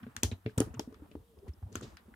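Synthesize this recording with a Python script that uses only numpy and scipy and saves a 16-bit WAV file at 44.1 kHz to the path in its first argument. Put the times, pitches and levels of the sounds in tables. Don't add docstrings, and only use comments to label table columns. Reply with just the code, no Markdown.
import sys
import numpy as np
from scipy import signal
from scipy.io import wavfile

SR = 44100
rng = np.random.default_rng(int(sys.argv[2]) if len(sys.argv) > 2 else 0)


def invert_db(level):
    return 10 ** (np.asarray(level, dtype=float) / 20)


def store_wav(level_fs):
    pcm = np.round(np.clip(np.atleast_2d(level_fs), -1, 1) * 32767)
    wavfile.write(sys.argv[1], SR, pcm.T.astype(np.int16))


N = 94815
OPPOSITE = np.array([[1], [-1]])


def rms_one(x):
    return x / np.sqrt(np.mean(x ** 2) + 1e-20)


def at_hz(points, hz):
    table_hz, value = np.array(points).T
    return np.interp(np.log(hz), np.log(table_hz), value)


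def in_time(rows):
    s, db = np.transpose(rows)
    return np.interp(np.arange(N) / SR, s, db, left=-120, right=-120)


def drift(rate):
    r = np.exp(-80 * np.pi * rate / SR)
    white = rng.standard_normal(N // 40 + 2002)
    slow = signal.lfilter([1], [1, -2 * r, r * r], white)[2000:]
    return np.interp(np.arange(N) / 40, np.arange(len(slow)), rms_one(slow))


def ring(drive, hz, t60):
    r, w = invert_db(-60 / (t60 * SR)), 2 * np.pi * hz / SR
    return signal.lfilter([0, np.sin(w)], [1, -2 * r * np.cos(w), r * r], drive + 1e-18)


def resonate(x, hz, width_hz):
    return signal.lfilter(*signal.iirpeak(hz, hz / width_hz, fs=SR), x)


def band_pass(x, order, edges_hz):
    return signal.sosfilt(signal.butter(order, edges_hz, "band", fs=SR, output="sos"), x)


def add(out, s, piece):
    i = int(s * SR)
    out[..., i:i + piece.shape[-1]] += piece[..., :out.shape[-1] - i]


# (pitch [Hz], likeness [1 = same])
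LIKENESS = [(60, 0.73), (300, 0.9), (600, 0.23), (2000, 0.043), (8000, 0.5), (14000, 0.41)]


def banded_noise(spectrum, patchy_db, rate):
    out, together = 0, drift(rate)
    edges = 30 * 2 ** np.arange(0, 9.6, .5)
    white = rng.standard_normal((2, 2, N))
    for k, (low, high) in enumerate(zip(edges, edges[1:])):
        mid, side = band_pass(white[k % 2], 2, [low, high])
        hz = np.sqrt(low * high)
        alike = np.clip(at_hz(LIKENESS, hz), -1, 1)
        gain = invert_db(at_hz(spectrum, hz) + patchy_db * (together + drift(rate)))
        out = out + gain * (np.sqrt(1 + alike) * mid + np.sqrt(1 - alike) * side * OPPOSITE)
    return rms_one(out)


# (pitch [Hz], level [dB per Hz])
HISS_COLOUR = [(290, -47), (500, -1), (775, -34), (1310, -35.5), (3500, -13), (6100, -28.5), (6560, -19.5),
               (13200, -18.5), (16500, -24)]


def hiss():
    colour = [(250, -30), *HISS_COLOUR, (18000, -77.0)]
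    return invert_db(-76) * banded_noise(colour, patchy_db=0.43, rate=19)


# (time [s], level [dB])
GRIP = [(0, -53), (.12, -60), (.33, -45.5), (.39, -61.5), (.52, -54.5), (.66, -46.5), (.85, -58),
        (1.0, -56.5), (1.2, -54.5), (1.27, -62), (1.58, -62), (1.74, -57.5), (1.88, -51.5), (1.95, -59.5),
        (2.15, -60)]
# (pitch [Hz], level [dB per Hz])
RUMBLE_COLOUR = [(18, -36), (30, -23.5), (65, 4), (159, -32.5), (225, 3.5), (338, -27), (439, -12.5),
                 (544, -23.5), (800, -21.5), (1500, -65)]


def rumble():
    return invert_db(in_time(GRIP)) * banded_noise(RUMBLE_COLOUR, patchy_db=4.0, rate=19)


# (time [s], pitch [Hz], level [dB])
CREAK = [
    (1.172, 444, -82),
    (1.22, 450, -72.5),
    (1.267, 481, -75.5),
    (1.329, 442.5, -65.5),
    (1.379, 420.3, -77),
    (1.411, 402, -80),
    (1.433, 400, -51.5),
    (1.455, 394, -64.5),
    (1.499, 373, -59),
]


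def creak():
    s, hz, db = np.transpose(CREAK)
    pitch = np.interp(np.arange(N) / SR, s, hz) * (1 + 0.0129 * drift(30))
    level = invert_db(in_time(np.transpose([s, db])) + 1.0 * drift(27))
    return np.sqrt(2) * level * np.sin(2 * np.pi * np.cumsum(pitch) / SR)


# (time [s], level [dB])
SHIFT = [(0, -64), (.15, -67.5), (.4, -73.5), (.57, -71), (.62, -54), (.72, -67.5), (1.05, -73),
         (1.25, -79.5), (1.7, -74.5), (1.85, -63), (1.95, -67), (2.05, -70.5), (2.15, -72)]
# (pitch [Hz], level [dB per Hz])
SHIFT_COLOUR = [(400, -26), (900, 2), (1500, -3), (2100, -9.5), (3500, -26.5)]


def skin_shift():
    level = invert_db(in_time(SHIFT) + 1.27 * drift(60))
    return level * banded_noise(SHIFT_COLOUR, patchy_db=0.0, rate=17)


# (time [s], level [dB])
RUB = [
    (1.72, -70),
    (1.77, -56.5),
    (1.81, -74),
    (1.83, -53.5),
    (1.88, -64.5),
    (1.96, -78.5),
]
# (pitch [Hz], level [dB per Hz])
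RUB_COLOUR = [(470, -20), (800, 1), (2160, -2), (3570, 2), (3840, 1), (6740, -2), (14000, -54)]


def finger_rub():
    level = invert_db(in_time(RUB) + 1.0 * drift(97.8))
    return level * banded_noise(RUB_COLOUR, patchy_db=0.0, rate=13)


# (time [s], peak level [dB], pitch [Hz], length [ms])
THUMPS = [(0.027, -48.5, 98, 56), (0.064, -51, 126, 65), (0.166, -43, 83.5, 28), (0.238, -24, 81.3, 32.5),
          (0.281, -39, 92.6, 22), (0.316, -29.5, 93, 32), (0.453, -31.5, 116, 45),
          (0.575, -20.5, 110.2, 17), (0.603, -36.5, 115, 64), (0.641, -50, 86, 33),
          (0.757, -40.5, 120.4, 56), (0.931, -53, 73.6, 30), (1.15, -44.5, 80.4, 47),
          (1.198, -47, 79.5, 23), (1.481, -32.5, 74.3, 41.6), (1.624, -32.5, 81.7, 33),
          (1.657, -38, 92.4, 32.5), (1.719, -47, 101, 91), (1.754, -38, 93.6, 47), (1.823, -44, 126.4, 53),
          (1.859, -63, 78.4, 35)]
THUMP_RISE, THUMP_TAIL_DB, THUMP_T60_S = 0.29, -15.5, 0.3


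def thumps():
    out, t = np.zeros(N), np.arange(12000) / SR
    bend = np.log(.5) / np.log(THUMP_RISE)
    for s, db, hz, ms in THUMPS:
        part = np.clip(t * 1000 / ms, 0, 1)
        swell = np.sin(np.pi * part ** bend) ** 2
        tail = invert_db(THUMP_TAIL_DB - 60 * t / THUMP_T60_S) * part ** 2
        add(out, s, invert_db(db) * (swell + tail) * np.sin(2 * np.pi * hz * t))
    return out


# (time [s], peak level [dB], strongest pitch [Hz], brightness [dB])
KNOCKS = [(0.029, -34.5, 230, -37), (0.066, -33, 239, -15), (0.167, -42.5, 232, -17),
          (0.232, -24.5, 248, -10), (0.316, -30, 241, -11.5), (0.462, -29.5, 244, -1),
          (0.579, -22, 250.5, -9.5), (0.604, -20.5, 285, -5.5), (0.739, -36, 243, -12),
          (0.794, -36, 243, 3), (0.875, -34, 255, -11), (0.924, -51.5, 432, 1.5), (1.02, -41, 294, -8.5),
          (1.114, -51, 223, -1), (1.152, -48, 256, 5.5), (1.478, -43.5, 245, -7), (1.533, -53, 200, -8.5),
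          (1.618, -51.5, 233, -18.5), (1.754, -35.5, 248, 1), (1.809, -42.5, 246, -10),
          (1.821, -45.5, 250, -1), (1.831, -40.5, 245, -3), (1.847, -51.5, 300, 0),
          (2.082, -42, 229.6, -12.5)]
# (pitch [Hz], level [dB], time to die by 60 dB [s])
DESK = [(243, -18, 0.012), (300.3, -7.5, 0.061), (361.4, -4.5, 0.044), (429.7, -11, 0.092),
        (488, -9.5, 0.036), (574, -13, 0.042)]
CONTACT_HZ = 450
KNOCK_T60_S, KNOCK_RISE_S = 0.045, 0.013
DESK_DB, SCATTER_DB, DESK_SIDE_HZ = 12, 4.5, 720


def knocks():
    out, t = np.zeros((2, N)), np.arange(8192) / SR
    push = t * np.exp(-2 * np.pi * CONTACT_HZ * t)
    push = push / push.sum()
    for s, db, main_hz, bright_db in KNOCKS:
        main = ring(push, main_hz, KNOCK_T60_S) * (1 - np.exp(-t / KNOCK_RISE_S))
        piece = main * np.ones((2, 1))
        for hz, mode_db, t60 in DESK:
            side = OPPOSITE * (hz / DESK_SIDE_HZ) ** 3 * rng.uniform(.3, .9)
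            level = invert_db(mode_db + bright_db + SCATTER_DB * rng.standard_normal())
            rise = 1 - np.exp(-t * hz * 1.6)
            piece = piece + level * ring(push, hz, t60) * (1 + side) * rise
        add(out, s, invert_db(db + DESK_DB) * piece)
    return out


def room(x):
    t = np.arange(SR // 2) / SR
    white = rng.standard_normal((2, len(t))) * invert_db(-60 * t / 0.14)
    reply = band_pass(white, 2, (350, 1100)) / np.sqrt(SR / 100)
    return signal.fftconvolve(x[None], reply, axes=1)[:, :N]


# (time [s], length [ms], peak level [dB], pitch [Hz], resonance width [Hz])
SCUFFS = [(0.03, 16, -75, 2450, 2430), (0.033, 9.7, -47, 1430, 497), (0.227, 7.5, -40, 2460, 300),
          (.233, 8.5, -37, 880, 397), (0.313, 20, -46.5, 2340, 1820), (0.319, 4.6, -49, 6400, 2000),
          (.462, 6.6, -47, 2320, 1480), (0.487, 34, -55.5, 2460, 2920), (0.491, 6, -52, 1610, 300),
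          (.581, 8.6, -36, 1080, 610), (0.605, 17, -37, 1200, 700), (0.61, 15, -40.5, 786, 300),
          (.705, 7.4, -67, 2630, 400), (0.736, 21, -48, 1220, 497), (0.739, 23, -53, 2770, 704),
          (.741, 6.4, -49, 6430, 1200), (.77, 10, -52.5, 1080, 286), (0.793, 8.2, -33, 770, 400),
          (1.018, 63, -58, 940, 497), (1.152, 4.2, -48.5, 794, 393), (1.388, 6, -68, 5140, 806),
          (1.387, 3.8, -66, 2700, 898), (1.467, 13, -55.5, 856, 390), (1.477, 21.4, -53, 1574, 1500),
          (1.479, 18, -56, 6000, 6000), (1.534, 5.2, -62, 5360, 400), (1.625, 8.9, -54.5, 805, 299),
          (1.74, 6.4, -61, 3000, 4000), (1.808, 4.8, -44.5, 1170, 490), (1.811, 2.6, -41.5, 6740, 2500),
          (1.827, 11, -51, 3640, 505), (1.827, 12, -49, 6900, 2000), (1.83, 3.5, -53, 1500, 1500),
          (1.853, 4.9, -62, 3640, 500), (1.942, 11, -68, 1360, 295), (2.139, 4.2, -48, 1580, 400)]
SLIPS_PER_S, SCUFF_SIDE_DB = 2900, -3


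def scuffs():
    out, t = np.zeros((2, N)), np.arange(3000) / SR
    for s, ms, db, hz, width_hz in SCUFFS:
        size, chance = rng.standard_normal((2, len(t))), rng.random(len(t))
        slips = (chance < SLIPS_PER_S / SR) | (t == 0)
        part = np.clip((t * 1000 + .3) / (1.4 * ms + 1), 0, 1)
        swell = np.sin(np.pi * part ** .5).clip(0)
        stereo = size[0] + invert_db(SCUFF_SIDE_DB) * size[1] * OPPOSITE
        drive = stereo * (slips + 0.047) * swell
        piece = resonate(resonate(drive, hz, width_hz), hz, width_hz * 2)
        add(out, s, invert_db(db) * piece / np.abs(piece.mean(axis=0)).max())
    return out


# (time [s], limb peak level [dB], limb pitch [Hz], crack level [dB], crack pitch [Hz])
SNAPS = [(.031,-45.5,2500,-93,5600), (0.066,-49,1360,-95,5800), (0.165,-29,1540,-38,7300),
         (0.2329,-20,3160,-21,6270), (0.3141,-34,4020,-82.5,6400), (0.461,-34.5,2350,-77,5230),
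         (0.5778,-32.5,3430,-37.5,8650), (0.5814,-39,1190,-31,7600), (.603,-28.5,2900,-28.5,9750),
         (0.795,-33,3220,-37.5,5360), (0.926,-54.5,1240,-76.5,5800), (.943,-47.5,1236,-68,5200),
         (1.114,-49.5,2690,-75.5,5640), (1.1523,-57,1187,-80,5860), (1.484,-52,1536,-78.5,5400),
         (1.727,-58.5,1840,-58.5,6660), (1.7548,-28,1380,-36.5,6800), (1.9696,-38,1710,-58,5200)]
# (pitch [Hz], level under the snap [dB])
FIGURE = [(2530, -17), (3350, -5), (4150, -14.5), (5550, -16), (6430, -10), (7150, -11.5)]
# (band low [Hz], band high [Hz], resonance width [Hz], resonance level [dB],
# tail level [dB], tail time to die by 60 dB [s])
LIMB_BAND = (631, 4988, 401.5, 19, -4.5, 0.1229)
# (low [Hz], high [Hz], width [Hz], resonance [dB], tail [dB], tail time [s])
CRACK_BAND = (4194.5, 14496, 983, 16.5, -16.5, 0.1772)
FIGURE_T60_S, FIGURE_SCATTER_DB = 0.011, 3.5
LIMB_DB, JOINT_DB, SPREAD_DB, RIGHT_DB = -4, 10, -3, -2
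BURST_S, TAIL_RING, TAIL_CUT_HZ = 0.0012, 0.17, 5500
CRISP_DB, LONGER_PER_DB, DULLER_PER_DB = -45, .03, .012


def snaps():
    out, t = np.zeros((2, N)), np.arange(10000) / SR
    for s, limb_db, limb_hz, crack_db, crack_hz in SNAPS:
        weak = np.clip(CRISP_DB - crack_db, 0, 20)
        length = BURST_S * (0.5 + LONGER_PER_DB * weak)
        limb_level, crack_level = limb_db + LIMB_DB, crack_db + JOINT_DB

        slips = rng.standard_normal((4, len(t)))
        uneven = np.sqrt(rng.exponential(1, len(t)))
        grain = uneven * np.sqrt(t / length) * np.exp(-t / length)
        drive = (slips[0] + invert_db(SPREAD_DB) * slips[1] * OPPOSITE) * grain
        dull = signal.lfilter(*signal.butter(1, TAIL_CUT_HZ, fs=SR), slips[2:])
        tail = dull * (1 - np.exp(-t / length))

        for hz, db in FIGURE:
            body = ring(drive, hz, FIGURE_T60_S)
            snap_db = limb_level if hz < CRACK_BAND[0] else crack_level
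            body_db = snap_db + db - weak + FIGURE_SCATTER_DB * rng.standard_normal()
            add(out, s, invert_db(body_db) * body / np.abs(body).max())

        for db, hz, band in ((limb_level, limb_hz, LIMB_BAND), (crack_level, crack_hz, CRACK_BAND)):
            low_hz, high_hz, width_hz, peak_db, tail_db, t60 = band
            edges = [low_hz, high_hz * np.exp(-DULLER_PER_DB * weak)]
            both = band_pass([drive, tail * invert_db(-60 * t / t60)], 3, edges)
            share = np.reshape([1, TAIL_RING], (2, 1, 1))
            both = both + invert_db(peak_db) * resonate(both, hz, width_hz) * share
            burst = both[0] / np.abs(both[0].mean(axis=0)).max()
            after = both[1] / np.abs(both[1]).max()
            add(out, s, invert_db(db) * (burst + invert_db(tail_db) * after))
    return out * invert_db(np.array([[0], [RIGHT_DB]]))


def scene():
    knock = knocks()
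    hands = rumble() + creak() + skin_shift() + finger_rub()
    desk = thumps() + knock + invert_db(-13) * room(knock[0])
    return hiss() + hands + desk + scuffs() + snaps()


def roll_off(x):
    return signal.sosfilt(signal.butter(12, 16820, fs=SR, output="sos"), x)


def record(dry):
    low_cut = signal.sosfilt(signal.butter(4, 52, "high", fs=SR, output="sos"), dry)
    mix = signal.sosfilt(signal.cheby2(10, 60, 17050, fs=SR, output="sos"), low_cut)
    return roll_off(mix)


dry = scene()
out = record(dry)
store_wav(out)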